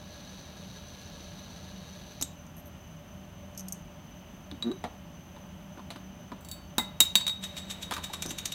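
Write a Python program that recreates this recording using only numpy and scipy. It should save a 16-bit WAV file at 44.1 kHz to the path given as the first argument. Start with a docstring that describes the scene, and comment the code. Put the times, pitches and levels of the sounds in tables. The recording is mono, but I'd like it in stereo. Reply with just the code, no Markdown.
"""A quiet room, one microphone close to a table. A fidget spinner whirs on a capped glass bottle, its
balls ticking over the race, until fingers stop it at 2.2 s and lift it off. It clicks in the hand, then
serves as an opener: the crown cap creaks, the bottle skids and knocks on the table. At 6.8 s the cap
pops off, bounces and, a little farther off, rolls in quickening wobbles while the spinner is laid down."""
import sys
import numpy as np
from scipy import signal
from scipy.fft import rfft, irfft
from scipy.io import wavfile

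SR = 44100
rng = np.random.default_rng(int(sys.argv[2]) if len(sys.argv) > 2 else 0)


def unload_wav(signal):
    """Save mono or channel-first audio to the path in sys.argv[1] as 16-bit WAV at rate SR, clipped to [-1, 1]."""
    wavfile.write(
        sys.argv[1],
        SR,
        np.round(np.clip(np.atleast_2d(signal).T, -1, 1) * 32767).astype(np.int16),
    )


N = 376613


def amp(db):
    """Decibels to gain."""
    return 10 ** (np.asarray(db) / 20)


def unit_rms(x):
    """Scales to rms 1."""
    return x / np.sqrt(np.mean(x ** 2) + 1e-20)


def curve_at(points, hz):
    """Joins (Hz, value) points on a log-frequency axis."""
    f, value = np.transpose(points)
    return np.interp(np.log(hz + 1), np.log(f + 1), value)


def add(mix, s, sound):
    """Mixes a sound in at s seconds."""
    part = mix[max(round(s * SR), 0):][:len(sound)]
    part += sound[:len(part)]


def noise(gain):
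    """Steady noise of rms 1 with the given gain per frequency bin."""
    return unit_rms(irfft(rfft(rng.standard_normal(N)) * gain, N))


def drift(rate_hz):
    """Slow random wander of rms 1."""
    return noise(np.fft.rfftfreq(N, 1 / SR) < rate_hz)


def colour(x, tone, tilt_db=0):
    """Minimum-phase filter of unit energy with the given (Hz, dB) spectrum, tilted per octave."""
    hz = abs(np.fft.fftfreq(2048, 1 / SR))
    log_gain = np.log(amp(curve_at(tone, hz) + tilt_db * np.log2(np.maximum(hz, 250) / SR)))
    taps = np.fft.ifft(np.exp(np.conj(signal.hilbert(log_gain)))).real
    return signal.fftconvolve(x, taps / np.linalg.norm(taps))[:len(x)]


def ring(modes):
    """Dying sines of the given (Hz, dB, t60 s) modes, struck at time zero; high ones take either sign."""
    t = np.arange(SR // 2) / SR
    out = np.zeros(len(t))
    for hz, db, t60 in modes:
        sign = rng.choice([-1, 1]) if hz > 4000 else 1
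        out += sign * amp(db - 60 * t / t60) * np.sin(2 * np.pi * hz * t)
    return np.sqrt(2) * out


def crack(tone, db, tilt_db, t60, snap, snap_s=.00048):
    """A hard contact: a bright snap, then many crowded, duller vibrations that die quickly."""
    t = np.arange(SR // 3) / SR
    jitter = rng.choice([-1., 1.], len(t))
    bright = colour(jitter * snap * np.exp(-t / snap_s), tone, tilt_db + 2.5)
    dull = colour(jitter * amp(-60 * t / max(t60, .004)), tone, tilt_db - .5)
    return amp(db) * (bright + dull)


# The air of the room, all around the microphone. Each row: frequency in Hz, relative level in dB.
AIR_TONE = [(20, -35), (45, -6.5), (85, -3.5), (120, -7), (185, -5), (330, -14.5), (470, -22), (700, -16.5),
            (2100, -27.5), (3000, -25), (4200, -36), (6200, -38), (8000, -43), (10800, -45), (13500, -39),
            (16000, -39)]
# Room hums and microphone whines. 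Each row: centre in Hz, nominal width in Hz, rms level in dB.
HUMS_AND_WHINES = [(81.4, 6.3, -57.5), (161.8, 10.4, -57), (189.8, 6.8, -54), (232, 19, -65.5),
                   (592, 39, -60), (2980, 220, -69.5), (6090, 60, -66.5), (6300, 260, -72), (9900, 81, -82),
                   (12570, 120, -77.5)]
def background_noise(air_db=-49.5, swell_db=1.5):
    """Room rumble, hiss and low hums, with thin high whines of microphone noise."""
    hz = np.fft.rfftfreq(N, 1 / SR)
    whine_swell = swell_db * drift(5)  # the high whines move together
    out = amp(air_db) * noise(amp(curve_at(AIR_TONE, hz)))
    for centre, width, db in HUMS_AND_WHINES:
        swell = whine_swell if centre > 5000 else swell_db * drift(4)
        band = 1 / (1 + ((hz - centre) / width * 1.78) ** 2)
        out += amp(db + swell) * noise(band)
    return out


STOP_S = 2.225  # fingers catch the spinner
# The spinner running on the bottle, close up. 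Each row: frequency in Hz, relative level in dB.
WHIR_TONE = [(200, -17), (450, 5), (1000, -7.5), (2000, -7.5), (3200, -2.5), (4300, 3.5), (5100, -8),
             (6200, -2.5), (7500, -16.5), (11000, -16.5), (15000, -25)]
# Its bearing's resonances. Each row: centre in Hz, nominal width in Hz, boost in dB at full spin.
BEARING_RESONANCES = [(1662, 130, 14.8), (3840, 140, 7.7), (6050, 140, 15.4), (9750, 100, 8),
                      (12750, 140, 17)]
def bearing_whir(ticks_hz=6000, grain_db=1.8, flutter=.11, turns_hz=16, waver_db=.8,
                 level_db=-52.2, nearest_s=1.15, recede_db_per_s=1.8):
    """Balls tick over the rough race and ring spinner and bottle; the sound flutters with each turn."""
    t, hz = np.arange(N) / SR, np.fft.rfftfreq(N, 1 / SR)
    ticks = rng.standard_normal(N) * amp(grain_db * np.minimum(rng.exponential(1, N), 4))
    ticks *= rng.random(N) < ticks_hz / SR
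    peaks_db = sum(db / (1 + ((hz - f) / width * 3) ** 2) for f, width, db in BEARING_RESONANCES)
    whir = unit_rms(irfft(rfft(ticks) * amp(curve_at(WHIR_TONE, hz) + peaks_db), N))
    whir *= 1 + flutter * np.sin(2 * np.pi * turns_hz * t)
    whir *= amp(waver_db * drift(10))  # the loose bearing wanders on its seat
    braked = np.clip((STOP_S - t) / .01, 0, 1)
    passing_db = level_db - recede_db_per_s * abs(t - nearest_s)  # loudest as the microphone is nearest
    return whir * braked * amp(passing_db)


# The spinner's metal body. Each row: frequency in Hz, relative level in dB, t60 in seconds.
BODY_MODES = [(3410, -12, .04), (3800, -9, 0.041), (6950, -4, .025), (7400, 3, 0.027), (8070, -1, .045),
              (8050, -4, 0.044)]
# The spectrum of its clicks. Each row: frequency in Hz, relative level in dB.
SPINNER_TONE = [(300, -5.5), (1500, -20), (3800, -17), (5200, -4.5), (6200, 7.5), (7500, -12), (8400, -5),
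                (9600, -9), (10800, -15.5), (11650, -4.5), (12150, -12), (12700, -1.5), (13700, -29),
                (16000, -29)]
# Clicks of the spinner, near the microphone: in the hand, and the last two as it slides on the table. Each row:
# start in seconds, level in dB, tilt in dB per octave.
SPINNER_CLICKS = [(2.2127, -28, -1.5), (2.2243, -25.5, 1.5), (2.4663, -49, -3.5), (2.5676, -49, 20),
                  (3.5497, -46, -5), (3.5763, -37.5, 4), (3.594, -42, 2), (3.684, -36, 6),
                  (3.7237, -31, 10), (8.261, -31.5, -1), (8.2939, -37, -2)]
def spinner_handling(ring_db=-27, click_t60_s=.032):
    """The metal body rings as it is caught; its bearing and buttons click in the hand, and later it slides
    briefly on the table."""
    out = np.zeros(N)
    add(out, STOP_S, amp(ring_db) * ring(BODY_MODES))
    for s, db, tilt_db in SPINNER_CLICKS:
        add(out, s, crack(SPINNER_TONE, db, tilt_db, click_t60_s, snap=.86))
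    return out


# The spectrum shared by the knocks and two clicks. Each row: frequency in Hz, relative level in dB.
CONTACT_TONE = [(30, -40), (130, -20), (250, 4), (450, -9), (850, -4), (1400, -7.5), (2400, -15.5),
                (4000, -13.5), (5500, -25), (10000, -29.5), (16000, -42)]
# Bottle and spinner knocking, close by; the two rows near 3.7 kHz are clicks.
# Each row: start in seconds, level in dB, tilt in dB per octave, resonance in Hz.
KNOCKS_AND_CLICKS = [(2.213, -41, -4, 266), (2.2238, -31.5, 9.5, 3710), (4.514, -40.5, 2, 3760),
                     (4.516, -39, -9.5, 290), (4.8402, -26.5, -1.5, 710), (5.3634, -45, -1.5, 900),
                     (5.7746, -41, -2.5, 980), (5.7943, -41, -2.5, 980), (5.9043, -36.5, 2.5, 640),
                     (5.9602, -41, 1.5, 1210), (6.3183, -34, -2.5, 930), (6.7817, -23.3, 0.5, 834),
                     (7.9105, -28.5, 3, 910), (7.922, -28.5, 2.5, 1400), (7.9658, -32, 3, 1200),
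                     (7.98, -35, 2, 950), (8.1, -41, -0.5, 910), (8.1363, -37.5, 2, 1100),
                     (8.255, -39, -1, 334), (8.31, -40, -6, 343)]
def knocks_and_clicks(peak_db=9.5, peak_width=.16):
    """Dull knocks on the table and two bright clicks, each with one resonance."""
    out, hz = np.zeros(N), np.geomspace(50, 20000, 400)
    for s, db, tilt_db, peak_hz in KNOCKS_AND_CLICKS:
        t60 = .076 * (900 / peak_hz) ** .75  # higher ones die sooner
        tone = curve_at(CONTACT_TONE, hz) + peak_db / (1 + (np.log(hz / peak_hz) / peak_width) ** 2)
        add(out, s, crack(np.transpose([hz, tone]), db, tilt_db, t60, snap=.85))
    return out


# Short gritty runs of the bearing as the spinner is nudged, close by.
# Each row: start in seconds, length in seconds, level in dB, tilt in dB per octave.
BEARING_NUDGES = [(2.56, .06, -56, 18), (2.648, .05, -57, 18), (3.568, .05, -44, 0),
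                  (8.245, .085, -45.5, -3)]
def bearing_nudges(ticks_hz=1500, grain_db=3, singing=.6):
    """The balls tick through a fraction of a turn and ring the bearing, swelling and dying away."""
    out, hz = np.zeros(N), np.geomspace(50, 20000, 800)
    peaks_db = sum(db / (1 + ((hz - f) / width) ** 2) for f, width, db in BEARING_RESONANCES)
    tone = np.transpose([hz, curve_at(SPINNER_TONE, hz) + singing * peaks_db])
    for s, length, db, tilt_db in BEARING_NUDGES:
        t = np.arange(0, length, 1 / SR)
        ticks = rng.standard_normal(len(t)) * amp(grain_db * rng.standard_normal(len(t)))
        ticks *= rng.random(len(t)) < ticks_hz / SR
        swell = np.sin(np.pi * t / length)
        add(out, s, amp(db) * swell * unit_rms(colour(ticks, tone, tilt_db)))
    return out


# The crown cap's modes. Each row: free frequency in Hz, relative level in dB, nominal t60 in seconds.
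CROWN_MODES = [(880, -25, .07), (1010, -27, .1), (2062, -34, .25), (2379, -29, .16), (3620, -24, .2),
               (3776, 0, .15), (3783, -20, .5), (3835, -12, .13), (4511, -22, .17), (5310, -37, .3),
               (6255, -31, .2), (7430, -17, .14), (7917, -17, .17), (9390, -26, .14), (9515, -27, .18),
               (9840, -25, .15), (10045, -27, .16), (11680, -26, .11), (13310, -23, .15), (13760, -32, .17),
               (14755, -20, .12), (15480, -26, .17)]
# The crack of a blow on it. Each row: frequency in Hz, relative level in dB.
CROWN_TONE = [(30, -53), (200, -8), (500, -21.5), (1100, -3), (2100, -5.5), (3600, 4.5), (5000, -4.5),
              (7600, 2.5), (8600, -2.5), (9500, -1.5), (10400, -7.5), (11600, -3), (13500, -8), (16000, -6)]
# Blows on the cap, close by. Each row: start in seconds, level in dB, tilt in dB per octave,
# boost in dB of the modes up to 3.9 kHz, boost in dB of the mode near 4.5 kHz.
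CROWN_BLOWS = [(4.625, -36, -7.5, 7.5, 5), (4.7155, -40, -9, -3, -3), (6.409, -52, 6, -20, -20),
               (6.4481, -45, 3, -17, 8), (6.487, -41, 4, -19, 7), (6.5141, -35.5, 4, -11, 13),
               (6.7821, -22, 3, -3.5, -2), (7.0039, -9.5, 2.5, -5, -3), (7.0094, -23, -4, -3, -3),
               (7.1546, -15, -1.5, -2, 9), (7.2103, -35, -5, -17, -11), (7.2668, -31, -2, 4.5, 6),
               (7.279, -27, -1, -11, -11), (7.296, -39, -2, 9, 3), (7.4295, -42, -4.5, -6, 0),
               (7.5674, -41, -1.5, -1, 2)]
def cap_blows(loosened_s=5.5, overtone_db=-1.5, spot_db=2.5):
    """The cap is levered, pops and bounces; where it is hit decides which modes speak."""
    out = np.zeros(N)
    for s, blow_db, tilt_db, main_db, second_db in CROWN_BLOWS:
        boosts = [(1200, main_db), (3900, main_db), (4400, second_db), (4700, second_db)]
        for hz in np.geomspace(5200, 16000, 10):  # overtones follow the brightness of the blow
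            scatter_db = spot_db * rng.standard_normal()
            boosts.append((hz, overtone_db + tilt_db * np.log2(hz / 7500) + scatter_db))
        if s < loosened_s:  # tight on the bottle, it rings higher and shorter
            pitch_factor, ring_factor = 1.025, .34
        else:  # once loose, soft blows ring longer
            pitch_factor, ring_factor = 1, .72 * np.exp(-.02 * blow_db)
        ring_factors = [(4700, ring_factor), (5200, ring_factor * .85)]  # contact damps overtones first
        modes = [(hz * pitch_factor, db + curve_at(boosts, hz), t60 * curve_at(ring_factors, hz))
                 for hz, db, t60 in CROWN_MODES]
        add(out, s, crack(CROWN_TONE, blow_db, tilt_db, t60=.036, snap=.62))
        add(out, s, amp(blow_db) * ring(modes))
    return out


# The bottle's foot rubbing the table, close by. Each row: frequency in Hz, relative level in dB.
FOOT_TONE = [(120, -26), (230, 3), (380, 3.5), (520, -19.5), (700, -14.5), (1500, -15), (3000, -28),
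             (8000, -42)]
def bottle_skid(start_s=4.636, length_s=.097, attack_s=.038, release_s=.012, db=-28, fade_db_per_s=135,
                slip_hz=235, tipped_slip_hz=390, tip_s=4.691, tipping_s=.022, rough=.46, uneven=.56):
    """Glass sticks and slips on the table, strong and weak slips in turn, faster as the bottle tips."""
    out, t = np.zeros(N), np.arange(0, length_s, 1 / SR)
    tipped = np.clip((start_s + t - tip_s) / tipping_s, 0, 1)
    cycles = np.cumsum(slip_hz + (tipped_slip_hz - slip_hz) * tipped) / SR
    slips = unit_rms(cycles % 1 - .5) * (1 + uneven * np.cos(np.pi * cycles))
    slips += rough * rng.standard_normal(len(t))
    swell = np.minimum(t / attack_s, 1) * np.minimum((length_s - t) / release_s, 1)
    fade = amp(db - fade_db_per_s * np.maximum(t - attack_s, 0))
    add(out, start_s, unit_rms(colour(slips, FOOT_TONE)) * swell * fade)
    return out


def cap_pop(pop_s=6.782, bottle_ring_s=6.797):
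    """A low pop as the cap lets go; the glass bottle rings just after."""
    out = np.zeros(N)
    add(out, pop_s, ring([(237, -31, .12), (300, -33, .093), (890, -35, .1)]))
    add(out, bottle_ring_s, ring([(2050, -36.5, .11)]))
    return out


# The cap's rim on the table, a little farther off. Each row: frequency in Hz, relative level in dB.
RIM_TONE = [(300, -6), (900, -2.5), (2500, 3.5), (4000, 4.5), (4800, -2), (6200, 2.5), (8000, 0),
            (8900, -6), (9600, -4.5), (10500, -18), (11500, -5), (12100, -12), (12750, -6), (13600, -17),
            (16000, -27)]
# The rim slapping down flat. Each row: start in seconds, level in dB.
RIM_SLAPS = [(8.2225, -29), (8.457, -24)]
def cap_roll(first_dip_s=7.44, first_turn_s=.139, turn_share=.928, turns=12,
             teeth_hz=900, teeth_db=3, ring_db=-46, rolling_db=-55, rub=.62):
    """The crimped rim patters, hardest at the dip in each turn, and keeps the cap ringing."""
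    t = np.arange(SR // 4) / SR - .03  # zero at the dip
    out, drive, dip_s = np.zeros(N), np.zeros(N), first_dip_s
    for turn in range(turns):  # each dip is sharper, louder and brighter
        swell_s, fade_s = .0095 * .86 ** turn, .0115 * .945 ** turn
        dip_db, tilt_db = -37.5 + .6 * turn, .6 + .22 * turn
        strikes = (rng.random(len(t)) < teeth_hz / SR) * amp(teeth_db * rng.standard_normal(len(t)))
        teeth = unit_rms(rng.choice([-1., 1.], len(t)) * (.14 + strikes))
        patter = amp(dip_db) * teeth * np.exp(-abs(t) / np.where(t < 0, swell_s, fade_s))
        add(out, dip_s + t[0], colour(patter, RIM_TONE, tilt_db))
        add(drive, dip_s + t[0], patter * amp(-2.5 * tilt_db))  # flat, bright dips damp the ring
        dip_s += first_turn_s * turn_share ** turn  # turns shorten like a settling coin's
    for s, db in RIM_SLAPS:
        add(out, s, crack(RIM_TONE, db, tilt_db=4, t60=.02, snap=.6))
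    rolling = amp(rolling_db) * rng.standard_normal(N) * (np.arange(N) / SR > first_dip_s)
    ringing = signal.fftconvolve(drive + rub * rolling, ring(CROWN_MODES))[:N]
    ringing /= ringing[round(first_dip_s * SR):].std()
    return out + colour(rolling, RIM_TONE, tilt_db=-5) + amp(ring_db) * ringing


# The room around the table. Each row: frequency in Hz, t60 in seconds.
ROOM_DECAY = [(200, 0.25), (1000, 0.45), (4000, .33), (8000, 0.22), (15000, 0.2)]
def room_reflections(x, gap_s=.0022, reflections_hz=3000):
    """Sparse reflections, each band dying at its own speed."""
    t = np.arange(SR // 2) / SR
    taps = rng.choice([-1., 1.], len(t)) * (rng.random(len(t)) < reflections_hz / SR) * (t > gap_s)
    hz, frame_s, bands = signal.stft(taps, SR, nperseg=256)
    decay = amp(-60 * frame_s / curve_at(ROOM_DECAY, hz)[:, None])
    tail = signal.istft(bands * decay, SR, nperseg=256)[1]
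    return signal.fftconvolve(x, tail / np.linalg.norm(tail))[:N]


def scene():
    """Everything happens close to one microphone; the rolling cap, farther off, carries more room."""
    near = spinner_handling() + bearing_nudges() + knocks_and_clicks()
    near += bottle_skid() + cap_blows() + cap_pop()
    roll = cap_roll()
    reflections = room_reflections(amp(-12) * near + amp(-8.5) * roll)
    mono = near + roll + reflections + bearing_whir() + background_noise()
    return np.array([mono, mono])


def record(dry):
    """The recorder passes nothing much above 15.9 kHz."""
    lowpass = signal.firwin(511, 15900, window=("kaiser", 9), fs=SR)
    return signal.oaconvolve(dry, lowpass[None], "same")


dry = scene()
out = record(dry)
unload_wav(out)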